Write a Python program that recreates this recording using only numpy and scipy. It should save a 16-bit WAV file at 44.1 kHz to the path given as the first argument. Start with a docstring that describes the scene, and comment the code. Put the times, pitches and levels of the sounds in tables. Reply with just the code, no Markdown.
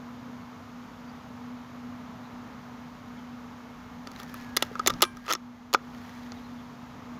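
"""An air rifle is cycled outdoors, close to a microphone on its scope. From the start a far fan hums over
rushing traffic; from 1 s birds peep now and then. Near 4 s fingers rub and tap, a thin whine sinks in the
traffic, then the steel action starts to click. At 5 s it latches with the loudest snap: the spring rings
and the gain control ducks. The slide is pushed along at 5.3 s, the action knocks home at 5.7 s, and the
rubbing fades under a few last peeps."""
import sys
import numpy as np
from scipy import signal
from scipy.fft import rfft, irfft, next_fast_len
from scipy.io import wavfile
from scipy.ndimage import uniform_filter1d, minimum_filter1d, map_coordinates

SR = 44100
rng = np.random.default_rng(int(sys.argv[2]) if len(sys.argv) > 2 else 0)


def unload_audio(sound):
    """Save the sound as a 16-bit wav file, at the path given as the first command line argument."""
    columns = np.transpose(np.atleast_2d(sound))
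    # keep every value between -1 and 1, then stretch to whole-number steps
    steps = np.round(np.clip(columns, -1, 1) * 32767)
    wavfile.write(sys.argv[1], SR, steps.astype(np.int16))


N = 317353


def amp(db):
    """Decibels to gain."""
    return 10 ** (np.asarray(db) / 20)


def unit(x):
    """Scale to rms 1."""
    return x / np.sqrt(np.mean(x ** 2) + 1e-20)


def gains(points, hz):
    """Gain at hz of (frequency [Hz], level [dB]) points joined on a log axis."""
    point_hz, db = np.transpose(points)
    return amp(np.interp(np.log(hz + 1), np.log(point_hz + 1), db))


def curves(rows):
    """One value per sample for each column after the time."""
    times, *columns = np.transpose(rows)
    return [np.interp(np.arange(N) / SR, times, column) for column in columns]


def wobble(rate):
    """A smooth random curve, rate knots a second."""
    knots = rng.standard_normal(int(N * rate / SR) + 4)
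    return map_coordinates(knots, [np.arange(N) * rate / SR])


def filtered(x, response):
    """Filter x by a gain given as a function of frequency."""
    size = next_fast_len(N + SR // 2)
    return irfft(rfft(x, size) * response(np.fft.rfftfreq(size, 1 / SR)), size)[:N]


def noise(spectrum):
    """Coloured noise of rms 1."""
    return unit(filtered(rng.standard_normal(N), lambda hz: gains(spectrum, hz)))


def add(track, s, sound):
    """Mix a sound into the track at s seconds."""
    span = track[round(s * SR):][:len(sound)]
    span += sound[:len(span)]


def unit_hit(x):
    """Scale a short sound to the energy of 5 ms at rms 1."""
    return x / np.sqrt(np.sum(x ** 2) / (.005 * SR))


def ping(hz, t, t60):
    """One damped mode, 60 dB down after t60 seconds."""
    return amp(-60 * t / t60) * np.sin(2 * np.pi * hz * t)


def ring(modes, t, scatter_db, detune):
    """Damped modes; each contact point excites them at new strengths and signs, slightly detuned."""
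    hz, db, t60 = np.transpose(modes)[:, :, None]
    size, shift, side = rng.standard_normal((3, len(modes), 1))
    strengths = np.sign(side) * amp(db + scatter_db * size)
    return np.sum(strengths * ping(hz * (1 + detune * shift), t, t60), 0)


def burst(spectrum, t, t60, tail_db, tail_t60):
    """Dense, quickly damped modes as coloured noise: a sharp burst and a weak tail."""
    white = rng.standard_normal(len(t))
    coloured = irfft(rfft(white) * gains(spectrum, np.fft.rfftfreq(len(t), 1 / SR)), len(t))
    envelope = amp(-60 * t / t60) + amp(tail_db - 60 * t / tail_t60)
    return unit_hit(coloured * envelope)


# the microphone's own noise: (frequency [Hz], relative level [dB])
HISS_SPECTRUM = [(1500, -22), (3000, 2.5), (4500, -0.5), (6800, -2.5), (8000, -19), (9500, -17),
                 (11500, -12.5), (15300, -12), (15800, -46)]
def microphone_hiss():
    """The steady noise floor of the microphone."""
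    return amp(-63.0) * noise(HISS_SPECTRUM)


# traffic in the distance: (frequency [Hz], relative level [dB])
TRAFFIC_SPECTRUM = [(20, -38), (38, -30), (50, -2), (60, -7.5), (100, -0.5), (140, 0), (200, -1.5),
                    (270, 1.5), (340, -14), (450, -8), (550, -10), (880, -5.5), (1250, -6.5), (1550, -12.5),
                    (3000, -21)]
def traffic():
    """A gently wavering rush, dulled above 3 kHz by the air on its way to the microphone."""
    rush = filtered(noise(TRAFFIC_SPECTRUM), lambda hz: 1 / np.sqrt(1 + (hz / 3000) ** 6))
    return amp(-46.0 + 0.6 * wobble(2.375)) * rush


# a faint whine, far off: (time [s], pitch [Hz], level [dB])
WHINE_PATH = [(3.5, 1850, -82), (4.15, 1820, -66), (4.5, 1673, -53), (4.7, 1600, -63), (5.25, 1625, -56),
              (5.5, 1600, -95)]
def whine():
    """One thin, unsteady tone among the traffic, sinking in pitch."""
    hz, db = curves(WHINE_PATH)
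    level = np.sqrt(2) * amp(db + 2 * wobble(11))
    phase = 2 * np.pi * np.cumsum(hz) / SR + .6 * wobble(40)
    return level * np.sin(phase)


# birds far from the microphone: (time [s], pitch [Hz])
BIRD_PEEPS = [(1.09, 4620), (2.251, 4030), (3.184, 2120), (3.19, 3250), (6.375, 3700), (6.452, 4060),
              (6.6, 3400)]
def birds(level_db=-60.5, length_s=0.077, pitch_fall=.03):
    """Short falling peeps, blurred by distance."""
    out = np.zeros(N)
    position = np.linspace(-1, 1, int(length_s * SR))
    envelope = amp(level_db) * np.cos(np.pi * position / 2) ** 4
    for s, hz in BIRD_PEEPS:
        phase = 2 * np.pi * np.cumsum(hz * (1 - pitch_fall * position)) / SR
        blur = (wobble(600) + 1j * wobble(600))[:len(position)]  # random strength and phase
        add(out, s - length_s / 2, envelope * np.real(blur * np.exp(1j * phase)))
    return out


# tones of a far fan: (frequency [multiple of the blade tone], relative level [dB])
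FAN_TONES = [(.875, -14.5), (1, 1), (1.125, -22.5), (1.88, -20), (8.91, -25.5), (.41, -17.5)]
# slow swell of its hum at the microphone: (time [s], level [dB])
FAN_SWELL = [(0, -48), (1.3, -47.3), (2.25, -44.5), (2.5, -48), (3.0, -46.5), (3.5, -48.5), (3.8, -47),
             (7.2, -47.5)]
def fan(blade_hz=243.5, drift_hz=.4, waver_db=1.5):
    """A blade tone and weaker side tones drift with the speed and flutter on the way through the air."""
    phase = 2 * np.pi * np.cumsum(blade_hz + drift_hz * wobble(1.5)) / SR
    tones = sum(amp(db + 1.9 * wobble(9)) * np.sin(multiple * phase + 0.29 * wobble(14))
                for multiple, db in FAN_TONES)
    return np.sqrt(2) * amp(curves(FAN_SWELL)[0] + waver_db * wobble(7)) * tones


def yard_echo(x):
    """A dull scatter from the ground and the walls near the rifle."""
    t = np.arange(SR // 2) / SR
    spectrum = [(200, 9), (1300, -8.0), (5000, -11.5), (12000, -19)]
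    tail = burst(spectrum, t, t60=0.26, tail_db=-20.5, tail_t60=.45)
    return signal.fftconvolve(x, tail / np.linalg.norm(tail))[:N]


# rubbing on the rifle, close up: (frequency [Hz], relative level [dB])
FRICTION_SPECTRUM = [(200, -8), (1300, 6.5), (1850, 14.5), (2600, 4.5), (4000, 3.5), (6800, -2),
                     (8200, -16), (11000, -9), (15000, -8.5), (16000, -25)]
# strokes of fingers and sliding parts: (peak time [s], level [dB], rise [s], fall [s])
RUB_STROKES = [(4.2, -47, 0.054, 0.038), (4.41, -50, .25, 0.12), (4.6, -51, .05, 0.11),
               (4.87, -53, 0.18, .3), (5.2, -56.5, .2, .1), (5.306, -32.5, 0.038, 0.027),
               (6.05, -53.5, .24, 0.69)]
def rubbing(drop_db=15):
    """Grainy friction of skin and sliding steel; a stroke moves by drop_db over its rise or fall."""
    t = np.arange(N) / SR
    pressure = sum(amp(db - drop_db * np.maximum((s - t) / rise, (t - s) / fall))
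                   for s, db, rise, fall in RUB_STROKES)
    grain = amp(4 * wobble(600) + 2 * wobble(30))
    return pressure * unit(noise(FRICTION_SPECTRUM) * grain)


# handling rumble right under the microphone: (time [s], level [dB])
RUMBLE_LEVEL = [(3.0, -77), (4.2, -56), (4.82, -53.5), (4.92, -40.5), (5.02, -49.5), (5.15, -47.5),
                (5.3, -65)]
def handling():
    """The rifle rumbles dully as it shifts in the hands."""
    spectrum = [(20, -14.5), (45, -8), (100, -7.5), (200, -8), (600, -29), (3000, -70)]
    return amp(curves(RUMBLE_LEVEL)[0]) * noise(spectrum)


# the clack of small parts and the tick of a hard edge, close up: (frequency [Hz], relative level [dB])
CLACK_SPECTRUM = [(120, -18), (400, -5), (1500, -5.5), (2000, 3), (2400, -3), (3500, -1.5), (6500, -1),
                  (7400, -13), (8200, -41.5), (16000, -42)]
TICK_SPECTRUM = [(3000, -31), (7500, -1.5), (8300, -11.5), (9500, -5.5), (11500, 1), (13500, -4),
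                 (15000, -6.5), (16500, -14.5)]
# modes of the steel parts, air tube and stock: (frequency [Hz], relative level [dB], t60 [s])
STEEL_MODES = [(1880, 6.5, 0.028), (2860, 2.5, 0.027), (3477, 7, 0.035), (4130, 3, 0.02),
               (4320, -1.5, 0.023), (5210, -0.5, .035), (5940, -3.5, 0.027), (6060, -5, 0.015),
               (6450, -16.5, 0.026), (7140, -16, .025)]
TUBE_MODES = [(1216, -1, 0.031), (1306, -1.5, 0.031), (1440, -5.5, 0.018), (1625, -14.5, 0.027)]
STOCK_MODES = [(360, -5, 0.027), (534, -3, 0.022), (693, 0, 0.0056), (980, -1, 0.011)]
def contact(db, edge_db, body_db, ping_hz):
    """One contact clacks, pings the struck part, rings the steel and air tube, and knocks the stock."""
    t = np.arange(SR // 5) / SR
    clack = burst(CLACK_SPECTRUM, t, t60=0.0135, tail_db=-19.5, tail_t60=0.053)
    part = unit_hit(ping(ping_hz, t, t60=0.0097))
    steel = unit_hit(ring(STEEL_MODES, t, scatter_db=0.5, detune=.002))
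    tick = burst(TICK_SPECTRUM, t, t60=0.008, tail_db=-19.5, tail_t60=0.033)
    swing_up = 1 - np.exp(-t / 0.0025)  # the tube takes a moment to sound
    tube = unit_hit(ring(TUBE_MODES, t, scatter_db=-1.5, detune=.015) * swing_up)
    stock = unit_hit(ring(STOCK_MODES, t, scatter_db=2.5, detune=0.036))
    metal = amp(-3.0) * clack + amp(-4.0) * part + amp(-9.0) * steel
    knock_db = -5 + .35 * body_db  # the stock partly follows the body ring
    return amp(db) * (metal + amp(edge_db) * tick + amp(body_db) * tube + amp(knock_db) * stock)


def slide(start_s=5.264, length_s=.05, jitter_s=.0007, first_db=-39.5, rise_db=14.5, slips=8):
    """The steel slide sticks and slips in small contacts, faster and harder as the push builds."""
    out = np.zeros(N)
    for push in np.linspace(0, 1, slips) ** 0.58:
        late, size, pitch = rng.standard_normal(3)
        db = first_db + rise_db * push + size
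        slip = contact(db, edge_db=-18, body_db=4, ping_hz=2700 * np.exp(.12 * pitch))
        add(out, start_s + length_s * push + jitter_s * late, slip)
    return out


# the spring inside the rifle: (frequency [Hz], relative level [dB], t60 [s])
SPRING_MODES = [(1060, -2, 0.26), (1190, -12, 0.4), (1582, -4, 0.35), (2342, -5, 0.31), (3160, -13, 0.26),
                (5280, -9, 0.14), (5776, -18, 0.24), (7220, -16, 0.16), (8390, -10, 0.15),
                (9803, -16, 0.24), (10200, -1, 0.14), (10900, -15.5, 0.13)]
def spring(latch_s=5.0245, level_db=-32.5):
    """The spring sings on after the latch catches."""
    out, t = np.zeros(N), np.arange(SR) / SR
    add(out, latch_s, sum(amp(level_db + db) * ping(hz, t, t60) for hz, db, t60 in SPRING_MODES))
    return out


# modes rung by dull knocks, close to the microphone: (time [s], frequency [Hz], level [dB], t60 [s])
KNOCK_MODES = [(4.625, 850, -19.5, 0.014), (4.714, 450, -29, 0.015), (4.8639, 680, -17.5, 0.011),
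               (5.03, 360, -18.5, 0.041), (5.7464, 990, 0, 0.0071), (5.749, 1410, -9.5, 0.022),
               (5.7466, 550, -10.5, 0.026)]
def knocks():
    """Short, dull knocks in the rifle; the last heavy knock rings at three pitches."""
    out, t = np.zeros(N), np.arange(SR // 5) / SR
    for s, hz, db, t60 in KNOCK_MODES:
        add(out, s, amp(db) * ping(hz, t, t60))
    return out


# finger taps, then clicks of the action, close to the microphone:
# (time [s], strength [dB], hard edge [dB over strength], body ring [dB over strength], ping [Hz])
TAPS_AND_CLICKS = [(4.0721, -39.5, -19, -2, 4500), (4.1163, -49, -9, -1, 4590),
                   (4.162, -47.5, -22, -4, 3940), (4.2, -45, -8, 3.5, 3320), (4.232, -48.5, -5, 0, 5810),
                   (4.342, -48, 2, 8.5, 2480), (4.5664, -25, -4.5, -19, 3820),
                   (4.57, -19, -7.5, -9.5, 4950), (4.6233, -34.5, -22, -8, 3340),
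                   (4.6247, -21, -10.5, -7.5, 3350), (4.7545, -47, -17, 16.5, 2610),
                   (4.7945, -34.5, -21.5, 13, 4600), (4.8625, -25, -21.5, -8, 3600),
                   (4.8706, -30.5, -8, -12, 4330), (4.874, -15.5, -6, -17, 7070),
                   (4.878, -22, -7, -3, 6290), (4.898, -35.5, -26, 9, 3490),
                   (4.9026, -28.5, -16, 3.5, 3820), (4.938, -42, -26, 1, 5250),
                   (5.007, -41.5, -23, 6, 2520), (5.0207, -16, -0.5, -10, 5340),
                   (5.0245, -11, -4.5, -6, 4460), (5.0293, -16.5, -19, 2, 3450),
                   (5.0375, -20.5, -19.5, -2.5, 3500), (5.051, -35, -11, 2, 2670),
                   (5.17, -44.5, -10, 5.5, 5750), (5.3253, -19.5, -10, -19, 5300),
                   (5.335, -20.5, -7, -9, 6500), (5.351, -27, -28, -1, 5500), (5.7301, -30, -15, -1, 6900),
                   (5.738, -17.5, -11.5, -10, 4590), (5.7466, -18.5, -22, 5.5, 2420),
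                   (6.32, -42.5, -35, -2, 4520)]
def taps_and_clicks():
    """Fingers tap lightly on the rifle, then its steel action clicks and latches."""
    out = np.zeros(N)
    for s, db, edge_db, body_db, ping_hz in TAPS_AND_CLICKS:
        add(out, s, contact(db, edge_db, body_db, ping_hz))
    return out


def radiated(x, corner_hz):
    """A slim rifle radiates little bass."""
    return signal.sosfilt(signal.butter(3, corner_hz, "highpass", fs=SR, output="sos"), x)


def scene():
    """One microphone outdoors: rifle and hands close by, a faint echo, the rest far off."""
    rifle = radiated(taps_and_clicks() + knocks() + slide() + spring(), corner_hz=250)
    near = rifle + amp(-29.0) * yard_echo(rifle) + rubbing() + handling()
    far = fan() + birds() + whine() + traffic()
    return (near + far + microphone_hiss())[None]


def gain_control(x, threshold_db, depth_db, hold_s, release_s):
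    """A loud, bright snap turns the gain down at once; it stays down a while, then recovers."""
    bright = filtered(x, lambda hz: hz > 2000)
    power = np.abs(uniform_filter1d(bright ** 2, size=SR // 60))
    level_db = 10 * np.log10(power + 1e-12)
    needed_db = np.clip(2 * (threshold_db - level_db), -depth_db, 0)
    span = int(hold_s * SR) // 2 * 2 + 1
    held_db = minimum_filter1d(needed_db, span, origin=span // 2)
    pole = np.exp(-1 / (release_s * SR))
    recovering_db = signal.lfilter([1 - pole], [1, -pole], held_db)
    return x * amp(np.minimum(held_db, recovering_db))


def record(dry):
    """Behind the microphone: gain control, soft overload and a steep band limit."""
    ceiling, top_hz = .85, 16100
    x = gain_control(dry[0], threshold_db=-15, depth_db=5.5, hold_s=0.73, release_s=0.063)
    x = x / (1 + (x / ceiling) ** 4) ** (1 / 4)
    return filtered(x, lambda hz: 1 / (1 + (hz / top_hz) ** 120))[None]


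dry = scene()
out = record(dry)
unload_audio(out)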